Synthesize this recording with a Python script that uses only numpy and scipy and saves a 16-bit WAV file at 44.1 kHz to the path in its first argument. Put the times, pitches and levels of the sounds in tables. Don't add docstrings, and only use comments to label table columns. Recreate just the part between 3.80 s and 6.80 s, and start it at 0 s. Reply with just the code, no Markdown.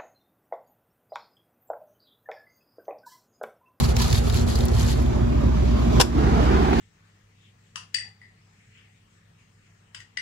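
import sys
import numpy as np
from scipy import signal
from scipy.fft import rfft, irfft
from scipy.io import wavfile
from scipy.ndimage import uniform_filter1d, minimum_filter1d

SR = 44100
rng = np.random.default_rng(int(sys.argv[2]) if len(sys.argv) > 2 else 0)


def digitize_waveform(pressure):
    field = np.atleast_2d(pressure).T
    bounded = np.clip(field, -1, 1)
    quanta = np.round(bounded * 32767).astype(np.int16)
    wavfile.write(sys.argv[1], SR, quanta)


N = 132300

# (multiple, level [dB rms], left minus right [dB])
COMPRESSOR_PARTIALS = [(1, -22, -2.5), (4, -33, 6.5)]
MAINS_PARTIALS = [(1, -31.5, 0.32), (2, -36, 0.75), (3, -44, 1)]
BLADE_PARTIALS = [(1, -39.5, 0), (2, -27.5, 1), (3, -35.5, 0.54), (4, -36.5, 0.27), (6, -38.5, 0.2)]
# (time [s], compressor [dB], mains hum [dB], blades [dB])
HUM_SWELL = [(0, -0.5, 2.5, 3.6), (.4, -3.3, -2, -0.3), (.8, -1.5, 2.5, 1.3), (1.2, -2.3, -1.7, 0.1),
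             (1.6, -1.2, 2.1, 2.5), (2.0, 1.5, 1.1, -0.5), (2.4, -2, 0.7, 1.5), (2.7, 2, 3, 3.2),
             (3, -6.5, -19, -1.5)]
# (time [s], near the ground [dB], beside the cabinet [dB], above the grille [dB], grille hiss [dB])
AIR_LEVELS = [(0, -23, -40, -37, -59), (.5, -24, -36, -37.5, -63), (.95, -23, -33.5, -37, -69),
              (1.3, -29.5, -25.5, -35, -66), (1.7, -40.5, -25, -37.5, -55), (1.9, -36, -24, -36.5, -48.5),
              (2.08, -41, -23.5, -31, -44), (2.2, -45, -17, -30.5, -42), (2.45, -27, -32.5, -21.5, -43),
              (2.65, -30.5, -32, -21, -40), (2.8, -43, -30, -20.5, -41), (2.92, -38, -38, -21, -41),
              (3, -20, -55, -24, -36)]
# (time [s], level [dB])
ROAR_LEVELS = [(0, -75), (2.2, -60), (2.4, -49), (2.6, -43), (2.8, -41), (3, -36)]
# (frequency [Hz], level [dB])
GROUND_AIR_COLOUR = [(20, -33), (45, -4.5), (100, 0), (125, 0), (150, -11), (185, -8.5), (240, -23.5),
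                     (280, -25), (390, -10.5), (480, -15.5), (800, -21.5), (1000, -30.5), (1200, -27.5),
                     (2000, -33.5), (4000, -44), (7000, -42.5), (9000, -53), (12000, -60), (16000, -72)]
SIDE_AIR_COLOUR = [(20, -38), (45, -4.5), (90, -6), (120, -7.5), (170, -9.5), (240, -7.5), (300, -12),
                   (400, -13.5), (460, -26.5), (600, -15), (700, -24.5), (820, -29.5), (1030, -23),
                   (1400, -33), (2000, -36.5), (3000, -39), (7000, -46.5), (9000, -60.5), (12000, -56),
                   (16000, -76)]
TOP_AIR_COLOUR = [(50, -15), (100, -28), (155, 5.5), (195, 1.5), (240, 2), (270, 0.5), (360, 4.5),
                  (435, -1), (500, -7.5), (570, -11.5), (650, -7.5), (750, -2.5), (860, -4.5), (960, -9),
                  (1500, -13.5), (2200, -21.5), (3200, -39), (5000, -33), (16000, -90)]
GRILLE_HISS_COLOUR = [(800, -19), (2000, -3.5), (3000, 1.5), (4500, -4), (7000, -9.5), (9000, -21),
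                      (12000, -18.5), (16000, -60)]
ROAR_COLOUR = [(400, -30), (750, 1), (1100, -6), (1700, -2), (2400, -3), (3200, -14), (6000, -42)]
# (frequency [Hz], common share [-1 to 1], left minus right [dB])
SIDE_PAIR = [(60, 0.96, -3), (408, 0.9, -2.5), (770, 0.48, 0), (1470, 0.096, -2), (3000, 0.19, 0),
             (12000, 0.9, -1)]
TOP_PAIR = [(100, 0.69, -6), (297, 1, -3), (547, 0.91, -5.5), (1500, 0.35, -2.5), (3000, 0.15, 1.5),
            (12000, 0.11, -1.5)]
# (time [s], body [dB], treble [dB], hold [s], decay t60 [s])
CRACK_BURSTS = [(2.198, -3, -8, 0.0084, 0.019), (2.2091, -2.5, -2, 0.0076, 0.011),
                (2.2176, -14.5, -14.5, 0.0033, 0.042)]
# (frequency [Hz], level [dB])
CRACK_COLOUR = [(200, -18), (440, 6.5), (590, -4), (800, 3.5), (1050, -0.5), (1300, -12), (1500, -2),
                (2050, -17), (2740, -5), (3050, -10), (3400, -7), (4400, -12), (5120, -3), (6200, -11),
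                (7340, -7.5), (8300, -15.5), (11900, -15.5), (16400, -53)]
# (frequency [Hz], common share [-1 to 1], left minus right [dB])
CRACK_PAIR = [(500, -0.53, 1.1), (4100, -0.093, 4.2), (12000, -0.18, 0.9)]
# (time [s], nominal level [dB], left minus right [dB], pitch [Hz], decay t60 [s])
SNAPS = [(0.1036, -28, 1.0, 4660, 0.036), (0.1655, -17.5, 2, 5130, 0.032), (0.1665, -18.5, 2, 2540, 0.021),
         (0.19, -26, 0, 4830, 0.03), (0.201, -27, -5, 3900, 0.034), (0.212, -34, -2, 4350, 0.03),
         (0.231, -31, 0, 4640, 0.02), (0.259, -28, 0, 4260, 0.033), (0.2184, -19.5, -1, 4540, 0.075),
         (0.3025, -22, -1, 4650, 0.018), (0.311, -26, 2, 4570, 0.023), (0.3278, -10.5, -2, 4400, 0.011),
         (0.3285, -23.5, 4, 2240, 0.027), (0.369, -26, 2, 4060, 0.025), (0.47, -36, -1, 4450, 0.03),
         (0.4984, -19.5, 5, 3760, 0.019), (0.5252, -28, 3, 3800, 0.03), (0.5446, -26, -4, 2950, 0.025),
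         (0.6762, -29, 0, 4000, 0.031), (0.7555, -21, 6, 4640, 0.038), (0.788, -26, 1.0, 5100, 0.024),
         (0.806, -24.5, 2, 3760, 0.044), (0.829, -36, -6, 3800, 0.021), (0.854, -23, 0, 9900, 0.019),
         (0.8829, -27, 7, 4590, 0.03), (0.978, -30, 1.0, 2930, 0.034), (1.0868, -33, 1, 4970, 0.053),
         (1.1258, -33, 14, 4550, 0.029), (1.261, -34, 12, 3350, 0.023), (2.174, -26, 2, 1600, 0.02),
         (2.925, -41, -4, 2000, 0.012), (2.9305, -17, 6, 1900, 0.021), (2.931, -10.5, 4, 900, 0.015)]
KNOCKS = [(.038, -21.5, 3, 1046, 0.059), (.204, -23, 1, 1000, 0.14), (.815, -36.5, -21, 619.6, 0.19),
          (2.176, -18, -6, 242, 0.097), (2.192, -15, 5, 1050, 0.045), (2.199, 1, -5, 754, 0.027),
          (2.209, -15, -12, 460, 0.07)]
# (time [s], level [dB])
RUSTLE_LEVELS = [(0, -32), (.05, -34.5), (.12, -37), (.135, -49), (.18, -38.5), (.2, -29.5), (.235, -31.5),
                 (.275, -33), (.295, -38), (.305, -37), (.34, -33), (.38, -32), (.415, -43), (.455, -39),
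                 (.49, -38.5), (.53, -38), (.58, -31.5), (.62, -38.5), (.66, -50), (.68, -35.5), (.75, -38),
                 (.82, -39.5), (.88, -50.5), (.93, -42), (.99, -36), (1.05, -35.5), (1.135, -37),
                 (1.15, -44), (1.2, -46), (1.26, -51.5), (1.33, -61), (1.9, -83), (2.05, -73), (2.18, -49),
                 (2.2, -70), (3, -72)]
# (frequency [Hz], level [dB])
LEAF_COLOUR = [(500, -30), (900, -4.5), (1500, -11), (2320, -12), (3300, -9.5), (4300, -5.5), (5500, -12),
               (7130, -11), (9000, -22), (11500, -13.5), (13000, -33), (16400, -26)]
# (frequency [Hz], common share [-1 to 1], left minus right [dB])
LEAF_PAIR = [(800, -0.23, 0), (3140, 0.25, 0.96), (7000, 0.003, 1.2), (11900, 0.035, 0)]

COMPRESSOR_HZ, MAINS_HUM_HZ, BLADE_HZ = 58.75, 119.85, 36.17
COMPRESSOR_WAVER_DB, MAINS_WAVER_DB, BLADE_WAVER_DB, WAVER_HZ = 0.8, 0.5, 1.5, 4.0
HUM_LAG_S, SIDE_LAG_S, TOP_LAG_S, CRACK_LAG_S, BLOW_LAG_S = 0.001, 0.00084, 0.00049, 0.00033, 0.000265
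CHOP_DB = 0.78
GUST_DB, GUST_HZ = 0.6, 9.0
PATCH_DB, BROAD_PATCH_DB = 2.0, 0.7
CRACK_GRAINS_PER_S, CRACK_GRAIN_SHARE = 3700.0, 0.38
CRACK_RISE_S, CRACK_SPLIT_HZ = 0.003, 4700
CRACK_TAIL_DB, CRACK_TAIL_T60_S = -24.5, 0.25
SNAP_WIDTH, SNAP_BROAD_DB, SNAP_RISE_S = 0.35, -8, 0.0007
KNOCK_WIDTH, KNOCK_BROAD_DB, KNOCK_RISE_S = 0.072, -38, 0.004
OWN_GAIN, RING_GAIN = 0.8, 0.5
BRITTLE_HZ = 3000
LEAF_GRAINS_PER_S, LEAF_GRAIN_SHARE = 900, 0.43
GRAIN_SPREAD_DB, GRAIN_CYCLES = 3, 11
CLUMP_DB, CLUMP_HZ = 2.0, 25
MIC_LOW_CUT_HZ, TOP_STOP_HZ = 31.6, 16500
CEILING_DB, LOOK_S, HOLD_S, RELEASE_DB_PER_S = -12, 0.0037, 0.099, 109


def amp(db):
    return 10 ** (np.asarray(db) / 20)


def rms_one(x):
    return x / np.sqrt(np.mean(x ** 2) + 1e-20)


def in_time(rows):
    time_s, *columns = np.transpose(rows)
    return [np.interp(np.arange(N) / SR, time_s, column) for column in columns]


def in_hz(rows, hz):
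    at_hz, *columns = np.transpose(rows)
    return [np.interp(np.log(hz + 1), np.log(at_hz), column) for column in columns]


def drift(rate_hz):
    pole = np.exp(-2 * np.pi * rate_hz * 40 / SR)
    noise = rng.standard_normal(N // 40 + 2002)
    slow = signal.lfilter([1], [1, -2 * pole, pole * pole], noise)[2000:]
    return np.interp(np.arange(N) / 40, np.arange(len(slow)), rms_one(slow))


def sides(pan_db):
    return amp(np.array([[.5], [-.5]]) * pan_db)


def at_pair(sources, colour, pair, lag_s):
    hz = np.arange(N // 2 + 1) * SR / N
    common, left, right = rfft(sources) * amp(in_hz(colour, hz)[0])
    share, pan_db = in_hz(pair, hz)
    share = np.clip(share, -1, 1)
    common = np.sqrt(np.abs(share)) * common
    own_gain = np.sqrt(1 - np.abs(share))
    at_left = common * np.exp(-2j * np.pi * hz * lag_s) + own_gain * left
    at_right = np.sign(share) * common + own_gain * right
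    return rms_one(irfft(np.array([at_left, at_right]) * sides(pan_db), N))


def hum(hz, partials, waver_db):
    t = np.arange(N) / SR - np.array([[HUM_LAG_S], [0]])
    out = 0
    for multiple, db, pan_db in partials:
        gain = np.sqrt(2) * amp(db + waver_db * drift(WAVER_HZ)) * sides(pan_db)
        out = out + gain * np.sin(2 * np.pi * (multiple * hz * t + rng.random()))
    return out


def machine_tones():
    machines = [(COMPRESSOR_HZ, COMPRESSOR_PARTIALS, COMPRESSOR_WAVER_DB),
                (MAINS_HUM_HZ, MAINS_PARTIALS, MAINS_WAVER_DB),
                (BLADE_HZ, BLADE_PARTIALS, BLADE_WAVER_DB)]
    return sum(amp(db) * hum(*machine) for db, machine in zip(in_time(HUM_SWELL), machines))


def air():
    chop_db = CHOP_DB * np.sin(2 * np.pi * BLADE_HZ * np.arange(N) / SR)
    places = [(GROUND_AIR_COLOUR, SIDE_PAIR, SIDE_LAG_S),
              (SIDE_AIR_COLOUR, SIDE_PAIR, SIDE_LAG_S),
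              (TOP_AIR_COLOUR, TOP_PAIR, TOP_LAG_S),
              (GRILLE_HISS_COLOUR, TOP_PAIR, TOP_LAG_S),
              (ROAR_COLOUR, TOP_PAIR, TOP_LAG_S)]
    out = 0
    for db, place in zip(in_time(AIR_LEVELS) + in_time(ROAR_LEVELS), places):
        gain = amp(db + chop_db + GUST_DB * drift(GUST_HZ))
        out = out + gain * at_pair(rng.standard_normal((3, N)), *place)
    return out


def patchy(x):
    spectra = signal.stft(x, nperseg=2048)[2]
    fine, broad = rng.standard_normal((2,) + spectra.shape[1:])
    fine = uniform_filter1d(uniform_filter1d(fine, size=3, axis=0), size=3, axis=1)
    broad = uniform_filter1d(uniform_filter1d(broad, size=24, axis=0), size=2, axis=1)
    change_db = PATCH_DB * rms_one(fine) + BROAD_PATCH_DB * rms_one(broad)
    return signal.istft(spectra * amp(change_db), nperseg=2048)[1][:, :N]


def grains(per_s, share):
    sizes = amp(GRAIN_SPREAD_DB * np.minimum(rng.exponential(1, (3, N)), 4))
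    sizes = sizes * rng.choice([-1, 1], (3, N))
    clicks = sizes * (rng.random((3, N)) < per_s / SR)
    pitch_index = rng.integers(0, 16, (3, N))
    rings = 0
    for k, hz in enumerate(np.geomspace(900, 14000, num=16)):
        pole = amp(-60 * hz / (GRAIN_CYCLES * SR))
        resonator = [1, -2 * pole * np.cos(2 * np.pi * hz / SR), pole * pole]
        struck = clicks * (pitch_index == k) + 1e-18
        rings = rings + hz * signal.lfilter([1, 0, -1], resonator, struck)
    return share * rms_one(rings) + (1 - share) * rng.standard_normal((3, N))


def crack():
    tear = at_pair(grains(CRACK_GRAINS_PER_S, CRACK_GRAIN_SHARE), CRACK_COLOUR, CRACK_PAIR, CRACK_LAG_S)
    body = signal.sosfilt(signal.butter(2, CRACK_SPLIT_HZ, fs=SR, output="sos"), tear)
    treble = tear - body
    out = 0
    for start_s, body_db, treble_db, hold_s, t60_s in CRACK_BURSTS:
        t = np.arange(N) / SR - start_s
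        late_s = np.maximum(t - hold_s, 0)
        tail = amp(CRACK_TAIL_DB - 60 * late_s / CRACK_TAIL_T60_S)
        shape = np.clip(t / CRACK_RISE_S, 0, 1) * (amp(-60 * late_s / t60_s) + tail)
        out = out + shape * (amp(body_db) * body + amp(treble_db) * treble)
    return out


def blows(rows, width, broad_db, rise_s):
    out, t = np.zeros((2, N + 4096)), np.arange(4096) / SR
    noises = rng.standard_normal((len(rows), 3, 4096))
    for (start_s, db, pan_db, hz, t60_s), noise in zip(rows, noises):
        common = np.array([np.interp(t - BLOW_LAG_S, t, noise[0]), noise[0]])
        pair = common + OWN_GAIN * noise[1:]
        edges_hz = [hz / (1 + width), min(hz * (1 + width), .45 * SR)]
        band = signal.butter(2, edges_hz, "band", fs=SR, output="sos")
        body = rms_one(signal.sosfilt(band, pair[:, ::-1])[:, ::-1])
        body = body + RING_GAIN * np.sqrt(2) * np.sin(2 * np.pi * hz * t)
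        brittle = min(hz / BRITTLE_HZ, 1) ** 3
        crackle = amp(broad_db) * brittle * rms_one(np.diff(pair, prepend=0))
        shape = np.minimum(t / rise_s, 1) * amp(-60 * t / t60_s)
        burst = rms_one(shape * (body + crackle)) * np.sqrt(np.mean(shape ** 2))
        i = int(start_s * SR)
        out[:, i:i + len(t)] += amp(db - 4.5) * sides(pan_db) * burst
    return out[:, :N]


def snaps():
    return blows(SNAPS, SNAP_WIDTH, SNAP_BROAD_DB, SNAP_RISE_S)


def knocks():
    return blows(KNOCKS, KNOCK_WIDTH, KNOCK_BROAD_DB, KNOCK_RISE_S)


def rustle():
    level_db = in_time(RUSTLE_LEVELS)[0] + CLUMP_DB * drift(CLUMP_HZ)
    return amp(level_db) * at_pair(grains(LEAF_GRAINS_PER_S, LEAF_GRAIN_SHARE), LEAF_COLOUR, LEAF_PAIR, 0)


def scene():
    return machine_tones() + patchy(air() + rustle()) + snaps() + knocks() + crack()


def record(dry):
    dry = signal.sosfilt(signal.butter(3, MIC_LOW_CUT_HZ, "high", fs=SR, output="sos"), dry)
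    look, hold = max(int(LOOK_S * SR), 2), max(int(HOLD_S * SR), 2)
    power = uniform_filter1d(np.mean(dry ** 2, axis=0), 4 * look)
    over_db = np.maximum(10 * np.log10(np.abs(power) + 1e-12) - CEILING_DB, 0)
    held_db = -minimum_filter1d(-over_db, hold, origin=(hold - 1) // 2)
    ramp_db = RELEASE_DB_PER_S * np.arange(N) / SR
    released_db = np.maximum.accumulate(held_db + ramp_db) - ramp_db
    duck_db = uniform_filter1d(released_db, look)
    limited = np.tanh(dry * amp(-duck_db))
    return signal.sosfilt(signal.cheby2(20, 60, TOP_STOP_HZ, fs=SR, output="sos"), limited)


dry = scene()
out = record(dry)
digitize_waveform(out)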